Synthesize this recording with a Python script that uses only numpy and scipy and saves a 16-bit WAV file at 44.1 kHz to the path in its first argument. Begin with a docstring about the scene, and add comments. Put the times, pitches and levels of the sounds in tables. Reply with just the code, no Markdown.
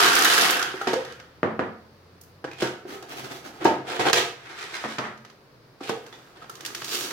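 """Corn clatters from a wooden bowl into a big cut-open plastic bottle on a table; rice and millet follow.
Grains patter on the thin wall in surges and ring the air inside. Bowls bump and scrape the bottle
and chatter when set down; once the wall buckles with a loud crack.
A close phone with a limiter hears it in a bare, live room; a faint engine drones far outside."""
import sys
import numpy as np
from scipy import signal
from scipy.fft import rfft, irfft, next_fast_len
from scipy.io import wavfile
from scipy.ndimage import uniform_filter1d, minimum_filter1d

SR = 44100
rng = np.random.default_rng(int(sys.argv[2]) if len(sys.argv) > 2 else 0)


def bounce(signal):
    """Save signal as a 16-bit WAV file at the path given by the first command-line argument."""
    frames = np.transpose(np.atleast_2d(signal))
    limited = np.clip(frames, -1, 1)
    pcm = np.round(limited * 32767).astype(np.int16)
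    wavfile.write(sys.argv[1], SR, pcm)


N = 313992
TIME = np.arange(N) / SR

# corn on the wall: f/Hz, level/dB
CORN_SPECTRUM = [(35, -65), (60, -52.5), (120, -31), (156, -18.5), (343, -6.5), (475, -5.5), (627, -17.5),
                 (705, -6.5), (953, -8), (1250, -2.5), (1600, -2.5), (1950, -4), (3500, -2.5), (5710, -3.5),
                 (8090, -11.5), (12000, -12), (15500, -22.5)]
# rice on the wall: f/Hz, level/dB
RICE_SPECTRUM = [(59, -21), (100, -29), (129, -4), (188, -6.5), (280, 1.5), (386, 3), (601, -6.5),
                 (682, -2), (879, -0.5), (956, -7), (1290, -2), (2500, -10.5), (6200, -20), (8200, -27),
                 (15500, -28)]
# sliding mixture: f/Hz, level/dB
SLIDE_SPECTRUM = [(59, -66), (100, -40), (118, -33), (209, -31), (228, -17), (362, 0.5), (576, -10),
                  (774, -3.5), (1590, -1), (4100, -6), (15500, -32)]
# millet on the wall: f/Hz, level/dB
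MILLET_SPECTRUM = [(59, -76), (100, -40), (129, -16), (253, -2), (370, 5.5), (640, -7.5), (697, -2.5),
                   (843, -5.5), (1210, 0), (1800, -3), (2420, -8.5), (2870, -7), (6200, -10), (8200, -17.5),
                   (15500, -20)]
# scraped wall: f/Hz, level/dB
SCRAPE_SPECTRUM = [(35, -66), (60, -19), (201, -14.5), (242, -9), (285, -7.5), (475, 0.5), (627, -11),
                   (705, -3.5), (1100, -11.5), (1520, -10.5), (2710, -16), (3050, -15), (15500, -44)]
# bumped wall: f/Hz, level/dB
WALL_SPECTRUM = [(40, -44), (100, -21.5), (200, -13), (320, -2.5), (500, -2.5), (590, -7.5), (750, -3),
                 (1400, -8.5), (2200, -9.5), (5500, -16), (8000, -25.5), (15000, -38)]
# ticks and clinks: f/Hz, level/dB
TICK_SPECTRUM = [(30, -42), (120, -10.5), (400, -13.5), (900, -1.5), (1600, 3.5), (3500, 2.5), (6200, 1),
                 (8000, -8.5), (15000, -14), (19000, -47)]
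# buckling wall: f/Hz, level/dB
BUCKLE_SPECTRUM = [(40, -64.5), (130, -22.5), (400, -7), (1000, -5), (1600, 3.5), (3300, 3.5), (6200, 3),
                   (8200, -8.5), (15000, -15)]
# knocked table: f/Hz, level/dB
TABLE_SPECTRUM = [(40, -74), (70, -27), (100, -5), (160, 4.5), (230, 6), (500, 3.5), (850, 2), (1800, -2),
                  (2250, -9.5), (3100, -17), (4500, -27.5), (9000, -44), (15000, -68)]
# steady room noise: f/Hz, level/dB
NOISE_SPECTRUM = [(20, -30), (50, -15), (85, -17.5), (122, -2.5), (200, -13), (480, -9.5), (750, -17),
                  (1200, -17), (3300, -28), (4700, -24.5), (7500, -40.5), (15000, -38.5)]

# air modes of the bottle: f/Hz, width/Hz, lift/dB
AIR_MODES = [(130.5, 5.7, 15), (375, 20, 2.5), (496.7, 8.1, 4), (697, 38, 4), (799, 64, 2), (895, 18, 4.5),
             (1250, 33.7, 4.5), (1304, 140, 3), (1497, 62, 3), (1635, 74, 3.5)]
# table top modes: f/Hz, width/Hz, lift/dB
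TOP_MODES = [(103, 19, 12.4), (229, 14, 6.5), (644, 92, 2.9), (1220, 160, 3.8)]
# table top ringing on: f/Hz, level/dB re knock, T60/s
TOP_RINGS = [(219.2, -4, 0.67), (277, -23, 0.45), (363, -12, 0.48), (400, -5.5, 0.19), (480, -8, 0.38),
             (542, -13.5, 0.43)]

# corn pour: t/s, hold/s, body level/dB, treble/dB re body
CORN_SURGES = [(-.02, 0.022, -19, -5.5), (.02, 0.028, -26, 1), (.12, 0.21, -32.5, 0),
               (.25, 0.21, -24, -2.5)]
# stray kernels: t/s, hold/s, body level/dB, treble/dB re body
STRAY_SURGES = [(.76, 0.069, -46.5, -6), (.88, 0.038, -42.5, -13), (1.04, 0.027, -57.5, -15)]
# rice shaken out: t/s, hold/s, body level/dB, treble/dB re body
RICE_SURGES = [(2.89, 0.053, -44, -3), (3.1, 0.017, -40, -2.5), (3.175, 0.015, -40.5, -1),
               (3.247, 0.0083, -39, -6), (3.312, 0.0082, -39, -3.5), (3.352, 0.014, -49, 4),
               (3.45, 0.026, -44, -4), (3.54, 0.038, -51.5, -6)]
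# mixture slides as the bottle tilts: t/s, hold/s, body level/dB, treble/dB re body
SLIDE_SURGES = [(4.47, 0.073, -44, -6), (4.615, 0.014, -41.5, -0.5), (4.735, 0.031, -40, -2),
                (4.83, 0.11, -45, -0.5)]
# millet pour: t/s, hold/s, body level/dB, treble/dB re body
MILLET_SURGES = [(6.02, 0.27, -55, -7), (6.52, 0.15, -52.5, -6), (6.68, 0.045, -47, -10),
                 (6.935, 0.065, -38.5, 8.5), (7.11, .01, -39, -7)]
# bowl scrapes the wall: t/s, hold/s, body level/dB, treble/dB re body
SCRAPE_SURGES = [(2.612, 0.016, -38, 5.5), (2.635, 0.024, -30.5, -9.5), (3.62, 0.032, -33.5, -10.5),
                 (3.878, 0.013, -38.5, -4), (3.905, 0.062, -34, -3.5), (4.003, 0.016, -28, -6),
                 (4.056, 0.041, -23.5, -8), (4.14, 0.043, -25.5, 1.5), (5.84, 0.066, -44.5, 3.5),
                 (6.365, 0.012, -53, -4.5), (6.42, 0.023, -48.5, -5)]

# hard corn hits on the base: t/s, level/dB, spot f/Hz
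KERNEL_HITS = [(0.0024, -8.5, 1180), (0.0259, -14, 1440), (0.055, -11.5, 1240), (0.0615, -18.5, 1260),
               (0.098, -17, 1520), (0.1197, -16, 1220), (0.1344, -15, 1540), (0.1671, -18, 1670),
               (0.184, -15, 1500), (0.2346, -19, 1480), (0.253, -9.5, 1690), (0.2751, -21, 1300),
               (0.3256, -13.5, 1330), (0.378, -12, 1590), (0.4505, -20, 1530), (0.5064, -25, 1380),
               (0.568, -18, 1540), (0.594, -16.5, 1480), (0.6153, -20, 1350), (0.6266, -21, 1410)]
# bowl bumps the bottle: t/s, level/dB, tilt/(dB/oct), room send/dB,
# panel f/Hz, panel lift/dB, ring f/Hz, ring/dB re blow
BOWL_BUMPS = [(0.741, -22.5, -3.5, 0.5, 390, 9.5, 380, -2), (.814, -14, -0.5, -3, 1380, 20, 800, -7.5),
              (.872, -10.5, -1, 3.5, 906, -8, 922, -5.5), (.876, -16, -8.5, -13, 256, 14, 370, 5.5),
              (.932, -8.5, 1, -4.5, 470, 12, 464, -7.5), (.938, -11, 0, -8.5, 750, 6, 226, -17),
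              (.961, -13, -4, -2, 520, 24, 517, -9), (1.002, -26.5, 0, 5.5, 510, 19, 464, -17),
              (2.442, -20.5, -1, -1.5, 1570, 8, 336.7, -13), (2.448, -17, -4, -6, 354, 3, 517, -20),
              (2.477, -26.5, -2.5, -3, 1700, 16, 338, -10), (2.62, -17, 2, 5, 1530, 11, 513, 0.5),
              (2.624, -9, -7, -1.5, 351, 9, 130.5, -8), (2.851, -29.5, -5.5, 8, 377, 11, 383, -3),
              (2.925, -26.5, -3.5, 4.5, 398, 18, 407, -3), (3.026, -32.5, -1.5, 6.5, 750, 3, 369, -4),
              (3.615, -22.5, -3.5, 1.5, 330, 12, 363, -5), (3.652, -4.5, -3, 5.5, 340, 6, 604, -4),
              (3.655, 0.5, -4.5, -6, 894, 27.5, 909, -14.5), (3.995, -13, 0, 4.5, 500, 0.5, 502, -14),
              (4.066, -9, 1, -7, 770, 7, 528, -5.5), (4.097, -12, 1.5, -7, 1100, 7, 469, -5),
              (4.133, -2.5, 1, -3, 468, 5, 365, -10.5), (4.14, -5.5, 2.5, -9, 3120, 9, 485, -2.5),
              (5.806, -31.5, 2, 4, 1280, 19, 782, 0), (5.811, -22, -4, -5, 288, 6, 305, -9),
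              (5.892, -20, 6, -2, 1280, 22, 787, -5), (5.896, -11, -2, -2.5, 220, 5.5, 473.5, -8.5),
              (5.922, -18.5, -6.5, -0.5, 462, 27, 462, -6), (6.129, -35, -0.5, 4, 1300, -3, 1260, -17),
              (6.42, -29.5, 0, -4, 1290, 23, 1266, -14), (6.496, -24, 2.5, -11, 1330, 21, 1340, -19)]
# small sharp ticks (kernels, plastic snaps, a bright bracelet clink, a bowl touching the table):
# t/s, level/dB, tilt/(dB/oct)
SHARP_TICKS = [(0.027, -8.5, -0.5), (.084, -9, 1), (0.13, -10, 1), (0.152, -6.5, 6.5), (.189, -10, 6),
               (0.222, -7, 4), (0.245, -8, 10), (0.348, -12, 4), (.38, -15, 3), (.415, -12, 6),
               (.506, -10, 9), (0.626, -10.5, -1), (1.049, -25, -2), (1.122, -30.5, 0.5),
               (1.199, -28.5, -4), (2.212, -33, 14), (2.235, -42, 9), (2.672, -18.5, -3.5),
               (2.905, -32.5, -6), (2.937, -42, -3), (3.025, -31.5, 3), (3.092, -37, 8), (3.245, -30, -0.5),
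               (3.318, -32, -1.5), (3.471, -33, -5), (3.645, -19, 4), (4.984, -12, -4.5),
               (5.175, -36.5, -2.5), (5.249, -30, -3.5), (5.299, -35.5, -2.5), (6.064, -31.5, -0.5),
               (6.443, -30, -7), (6.496, -28, 5.5), (6.553, -29.5, 4), (6.607, -25, 1), (6.65, -17.5, 2.5),
               (6.661, -16.5, 3), (6.748, -16, 2), (6.819, -18.5, -3), (6.844, -18, 3.5), (7.108, -21, 1)]
# tipped bowl clinks: t/s, level/dB, f/Hz
BOWL_CLINKS = [(2.514, -27, 2480), (2.533, -29, 2520), (6.127, -30, 3520), (6.138, -36, 3530)]
# bowl lands on the table: t/s, level/dB, tilt/(dB/oct), thud f/Hz, loss per rebound/dB
BOWL_LANDINGS = [(1.431, -6.5, -0.1, 517, 30), (1.593, -9.5, 0.6, 413, 11), (4.84, -17.5, 3, 283, 4),
                 (4.991, -16.5, 3.5, 287, 5), (5.04, -23, 4.5, 278, 2)]
# far engine: t/s, firing f/Hz, level/dB
ENGINE_CURVE = [(0, 67.44, -68), (1.3, 80.7, -62.5), (2.3, 89.8, -58.5), (3.0, 91.2, -67), (3.6, 74.4, -68),
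                (7.1, 65.3, -111)]

# room decay: f/Hz, T60/s
ROOM_DECAY = [(100, .5), (400, .45), (1500, .48), (4000, .41), (12000, .36)]
# diffuse field width: f/Hz, side/dB re mid
DIFFUSE_SIDE = [(100, -12.5), (300, -13), (600, -6), (1200, -1.5), (3000, -0.5), (12000, 1)]
# microphone imbalance: f/Hz, left/dB re right
MIC_BALANCE = [(200, -0.5), (1000, -1), (2400, -0.5), (4400, -4), (8000, -4), (15000, -1)]


def grains():
    """Corn, strays, rice, sliding mixture and millet patter on the wall. Rows: left, right, room send."""
    corn = surges(CORN_SURGES, rise_db_per_s=93, fall_db_per_s=68.5, dulling=1.0)
    strays = surges(STRAY_SURGES, rise_db_per_s=140, fall_db_per_s=61, dulling=0.12)
    rice = surges(RICE_SURGES, rise_db_per_s=600, fall_db_per_s=419, dulling=0.032)
    slide = surges(SLIDE_SURGES, rise_db_per_s=181, fall_db_per_s=301, dulling=0.11)
    millet = surges(MILLET_SURGES, rise_db_per_s=92, fall_db_per_s=85, dulling=0.35)
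    return (patter(corn, CORN_SPECTRUM, hits_per_s=1000, scatter_db=3.2, room_db=0.5, rattle_s=0.00059)
            + patter(strays, CORN_SPECTRUM, hits_per_s=260, scatter_db=3, room_db=3.0)
            + patter(rice, RICE_SPECTRUM, hits_per_s=1000, scatter_db=1.0, room_db=0.5)
            + patter(slide, SLIDE_SPECTRUM, hits_per_s=1100, scatter_db=2.5, room_db=0.5)
            + patter(millet, MILLET_SPECTRUM, hits_per_s=1200, scatter_db=2.5, room_db=-2.5))


def surges(rows, rise_db_per_s, fall_db_per_s, dulling, floor_db=-75):
    """Body and treble gains of a flow; as it thins, treble loses an extra `dulling` dB per dB."""
    power = np.zeros((2, N))
    for t_s, hold_s, level_db, treble_db in rows:
        drop_db = rise_db_per_s * np.maximum(t_s - TIME, 0)
        drop_db += fall_db_per_s * np.maximum(TIME - t_s - hold_s, 0)
        heard = level_db - drop_db > floor_db
        body_db = level_db - drop_db[heard]
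        power[:, heard] += undb([body_db, body_db + treble_db - dulling * drop_db[heard]]) ** 2
    return np.sqrt(power)


def patter(flow, spectrum, hits_per_s, scatter_db, room_db, rattle_s=0.0013, split_hz=2700, spots=12):
    """Random impacts, in clumps, rattle several spots of the wall and ring the air inside."""
    clump_s, clump_db = 0.023, 1.84
    start, end = np.flatnonzero(flow[0])[[0, -1]]
    length, age_s = end - start, TIME[:SR // 50]
    hits = np.zeros((2, length))
    for _ in range(spots):
        wait, force, sign = rng.random((2000, 3)).T
        onsets = (np.cumsum(-np.log(wait)) * spots / hits_per_s * SR).astype(int)
        strength = np.sign(sign - .5) * undb(scatter_db * np.minimum(-np.log(force), np.pi))
        impulses = np.bincount(onsets[onsets < end], strength[onsets < end], end)[start:]
        rattle = unit(diffuse(len(age_s)) * np.exp(-age_s / rattle_s))
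        hits += convolve(impulses, rattle)[:, :length]
    wall = convolve(hits, response(spectrum, AIR_MODES))[:, :length]
    crossover = (signal.butter(3, split_hz, kind, fs=SR, output="sos") for kind in ("low", "high"))
    body, treble = (unit(signal.sosfilt(sos, wall)) for sos in crossover)
    clumps = undb(clump_db * drift(clump_s))
    direct = (body * flow[0, start:end] + treble * flow[1, start:end]) * clumps[start:end]
    track = np.vstack([direct, undb(room_db) * direct[0]])
    return np.pad(track, ((0, 0), (start, N - end)))


def kernels(track):
    """Corn lands hard on the base; each spot clacks at its own pitch."""
    for t_s, level_db, spot_hz in KERNEL_HITS:
        clack = response(CORN_SPECTRUM, [(spot_hz, 570, 17.5)])
        waves = bending_waves(share=0.11, swell_s=0.0019)
        add_blow(track, t_s, clack, waves, level_db, room_db=0.5, burst_s=0.0016)


def scrapes():
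    """The thin wall crackles as a bowl scrapes in or out."""
    flow = surges(SCRAPE_SURGES, rise_db_per_s=606, fall_db_per_s=901, dulling=0.055)
    return patter(flow, SCRAPE_SPECTRUM, hits_per_s=1400, scatter_db=2.5, room_db=-1.0)


def bumps(track, width_ratio=0.21):
    """A bowl strikes a panel: the bottle booms and rings hollow."""
    for t_s, level_db, tilt_db_per_oct, room_db, panel_hz, lift_db, ring_hz, ring_db in BOWL_BUMPS:
        panel = (panel_hz, width_ratio * panel_hz, lift_db)
        boom = response(WALL_SPECTRUM, AIR_MODES + [panel], tilt_db_per_oct)
        waves = bending_waves(share=0.055, swell_s=0.0022, contact_s=0.000096)
        add_blow(track, t_s, boom, waves, level_db, room_db, burst_s=0.00061)
        add_ring(track, t_s, ring_hz, level_db + ring_db, t60_s=0.44, burst_s=0.00062)


def ticks(track):
    """Small sharp ticks: kernels, plastic snaps, a bright bracelet clink, a bowl touching the table."""
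    for t_s, level_db, tilt_db_per_oct in SHARP_TICKS:
        tick = response(TICK_SPECTRUM, AIR_MODES, tilt_db_per_oct)
        waves = bending_waves(share=0.14, swell_s=0.002)
        add_blow(track, t_s, tick, waves, level_db, room_db=-2, burst_s=0.0003)


def clinks(track):
    """A tipped bowl clinks lightly: one high resonance."""
    for t_s, level_db, pitch_hz in BOWL_CLINKS:
        clink = response(TICK_SPECTRUM, [(pitch_hz, 260, 15.5)], tilt_db_per_oct=-2.5)
        waves = bending_waves(share=0.11, swell_s=0.0016)
        add_blow(track, t_s, clink, waves, level_db, room_db=0.5, burst_s=0.00026)


def buckle(track, t_s=4.13):
    """The wall buckles with a loud crack."""
    crack = response(BUCKLE_SPECTRUM, AIR_MODES)
    waves = bending_waves(share=0.32, swell_s=0.0017, contact_s=0.00002)
    add_blow(track, t_s, crack, waves, level_db=6, room_db=-2.5, burst_s=0.00018)


def set_downs(track, contacts=7, rebound_s=0.006):
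    """An empty bowl rings the table top and chatters on its foot, each rebound weaker."""
    for t_s, level_db, tilt_db_per_oct, thud_hz, loss_db in BOWL_LANDINGS:
        knock = response(TABLE_SPECTRUM, TOP_MODES + [(thud_hz, 0.53 * thud_hz, 4)], tilt_db_per_oct)
        for ring_hz, ring_db, t60_s in TOP_RINGS:
            add_ring(track, t_s, ring_hz, level_db + ring_db, t60_s, burst_s=0.00033)
        for rebound, jitter in enumerate(rng.random(contacts)):
            waves = bending_waves(share=0.13, swell_s=0.0006)
            contact_db = level_db - rebound * loss_db
            add_blow(track, t_s, knock, waves, contact_db, room_db=1.5, burst_s=0.00069)
            t_s += rebound_s * (.5 + jitter)


def bending_waves(share, swell_s, contact_s=0.00003):
    """A short push, then waves that swell and die in the sheet and spread the blow in stereo."""
    age_s = TIME[:SR // 30]
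    push = age_s / contact_s * np.exp(-age_s / contact_s)
    envelope = age_s / swell_s * np.exp(1 - age_s / swell_s)
    return push / push.sum() + share * diffuse(len(age_s)) * envelope


def add_blow(track, t_s, body, waves, level_db, room_db, burst_s):
    """One blow with the energy of a burst at level_db; only the direct sound passes through `waves`."""
    start = int(t_s * SR)
    direct, send = unit(convolve(body, waves)), unit(body)
    gain = undb(level_db) * np.sqrt(burst_s * SR)
    length = min(len(body), N - start)
    track[:2, start:start + length] += gain * direct[:, :length] / np.sqrt(direct.shape[1])
    track[2, start:start + length] += gain * undb(room_db) * send[:length] / np.sqrt(len(send))


def add_ring(track, t_s, hz, level_db, t60_s, burst_s, swell_s=0.0015):
    """A clean resonance swells after a blow and dies away."""
    age_s = TIME[:SR // 2]
    envelope = (1 - np.exp(-age_s / swell_s)) * np.exp(-np.log(1000) * age_s / t60_s)
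    ring = np.sin(2 * np.pi * hz * age_s) * envelope
    add_blow(track, t_s, ring, np.ones(1), level_db, room_db=-14, burst_s=burst_s)


def echoes(send, paths=4, turns_per_s=19):
    """Sound leaves from changing places: echo paths take turns at constant total power."""
    offsets = ((turns_per_s * TIME - path + 1) % paths - 1 for path in range(paths))
    fades = (np.sqrt(np.maximum(1 - np.abs(offset), 0)) for offset in offsets)
    return sum(convolve(send * fade, room_response()) for fade in fades)


def room_response(gap_s=0.0018, plateau_s=0.003, size=32768):
    """Unit-energy reverb: gap, plateau of early echoes, tail whose treble dies first."""
    hz, age_s, cells = signal.stft(diffuse(size), SR, nperseg=256)
    decay_db = -60 * np.maximum(age_s - plateau_s, 0) / over_hz(hz, ROOM_DECAY)[:, None]
    tail = signal.istft(cells * undb(decay_db), SR)[1]
    fade_in = np.clip(np.arange(tail.shape[1]) / SR / gap_s - .5, 0, 1)
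    return unit(tail * fade_in) / np.sqrt(tail.shape[1])


def engine(waver=0.0312, overtone_db=-10):
    """Far drone: a wavering firing rate and its octave."""
    t_s, firing_hz, level_db = np.transpose(ENGINE_CURVE)
    pitch_hz = np.interp(TIME, t_s, firing_hz) * (1 + waver * drift(0.1))
    phase = 2 * np.pi * np.cumsum(pitch_hz) / SR
    drone = unit(np.sin(phase) + undb(overtone_db) * np.sin(2 * phase))
    return drone * undb(np.interp(TIME, t_s, level_db))


def room_noise(level_db=-54):
    """Soft, steady noise from all sides."""
    return undb(level_db) * unit(convolve(diffuse(next_fast_len(N)), response(NOISE_SPECTRUM)))


def diffuse(size):
    """Stereo noise from all directions: alike in the bass, unrelated in the treble."""
    mid, side = rfft(rng.standard_normal((2, size)))
    share = undb(over_hz(np.fft.rfftfreq(size, 1 / SR), DIFFUSE_SIDE))
    return irfft(np.array([mid + share * side, mid - share * side]) / np.sqrt(1 + share ** 2), size)


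def response(spectrum, modes=(), tilt_db_per_oct=0, size=16384):
    """Minimum-phase impulse response of a body. Modes: f/Hz, width/Hz, lift/dB."""
    hz = np.fft.rfftfreq(size, 1 / SR)
    db = over_hz(hz, spectrum) + tilt_db_per_oct * np.log2(np.maximum(hz, 200) / 1000)
    for centre_hz, width_hz, lift_db in modes:
        db += lift_db / (1 + (2 * (hz - centre_hz) / width_hz) ** 2)
    cepstrum = irfft(np.log(undb(db)))
    cepstrum[1:size // 2] *= 2
    cepstrum[size // 2 + 1:] = 0
    return irfft(np.exp(rfft(cepstrum)))


def drift(window_s):
    """Smoothed noise, rms 1."""
    return unit(uniform_filter1d(rng.standard_normal(N), int(window_s * SR)))


def convolve(x, h):
    """Convolve per channel, at most N samples."""
    return signal.oaconvolve(np.atleast_2d(x), np.atleast_2d(h), axes=1)[:, :N]


def over_hz(hz, points):
    """Interpolate (f/Hz, value) points in log frequency."""
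    knots_hz, values = np.transpose(points)
    return np.interp(np.log(hz + 1), np.log(knots_hz), values)


def undb(db):
    """dB to gain."""
    return 10 ** (np.asarray(db) / 20)


def unit(x):
    """Scale to rms 1."""
    return x / np.sqrt(np.mean(x ** 2))


def scene():
    """Grains, bottle and bowls in the room: left microphone earlier, right brighter."""
    track = grains() + scrapes()
    for add_source in (bumps, kernels, ticks, clinks, buckle, set_downs):
        add_source(track)
    left, right, send = track
    right = np.pad(right, (3, 0))[:N]  # 3 samples late
    mics = [response([(hz, side * db / 2) for hz, db in MIC_BALANCE]) for side in (1, -1)]
    return convolve(np.array([left, right]) + echoes(send), mics) + engine() + room_noise()


def record(dry, ceiling=0.98, look_ahead_s=0.016, release_db_per_s=210, top_hz=16000):
    """Look-ahead limiter: ducks just before a peak, recovers at a steady rate; then a low-pass."""
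    ahead = int(look_ahead_s * SR)
    peak = np.abs(dry).max(axis=0) + 1e-9
    needed_db = 20 * np.log10(np.minimum(1, ceiling / peak))
    held_db = minimum_filter1d(needed_db, 2 * ahead + 1)
    recovery_db = release_db_per_s * TIME
    gain_db = np.minimum.accumulate(held_db - recovery_db) + recovery_db
    gain = undb(uniform_filter1d(gain_db, ahead // 2))
    return signal.sosfilt(signal.ellip(8, .2, 70, top_hz, fs=SR, output="sos"), dry * gain)


dry = scene()
out = record(dry)
bounce(out)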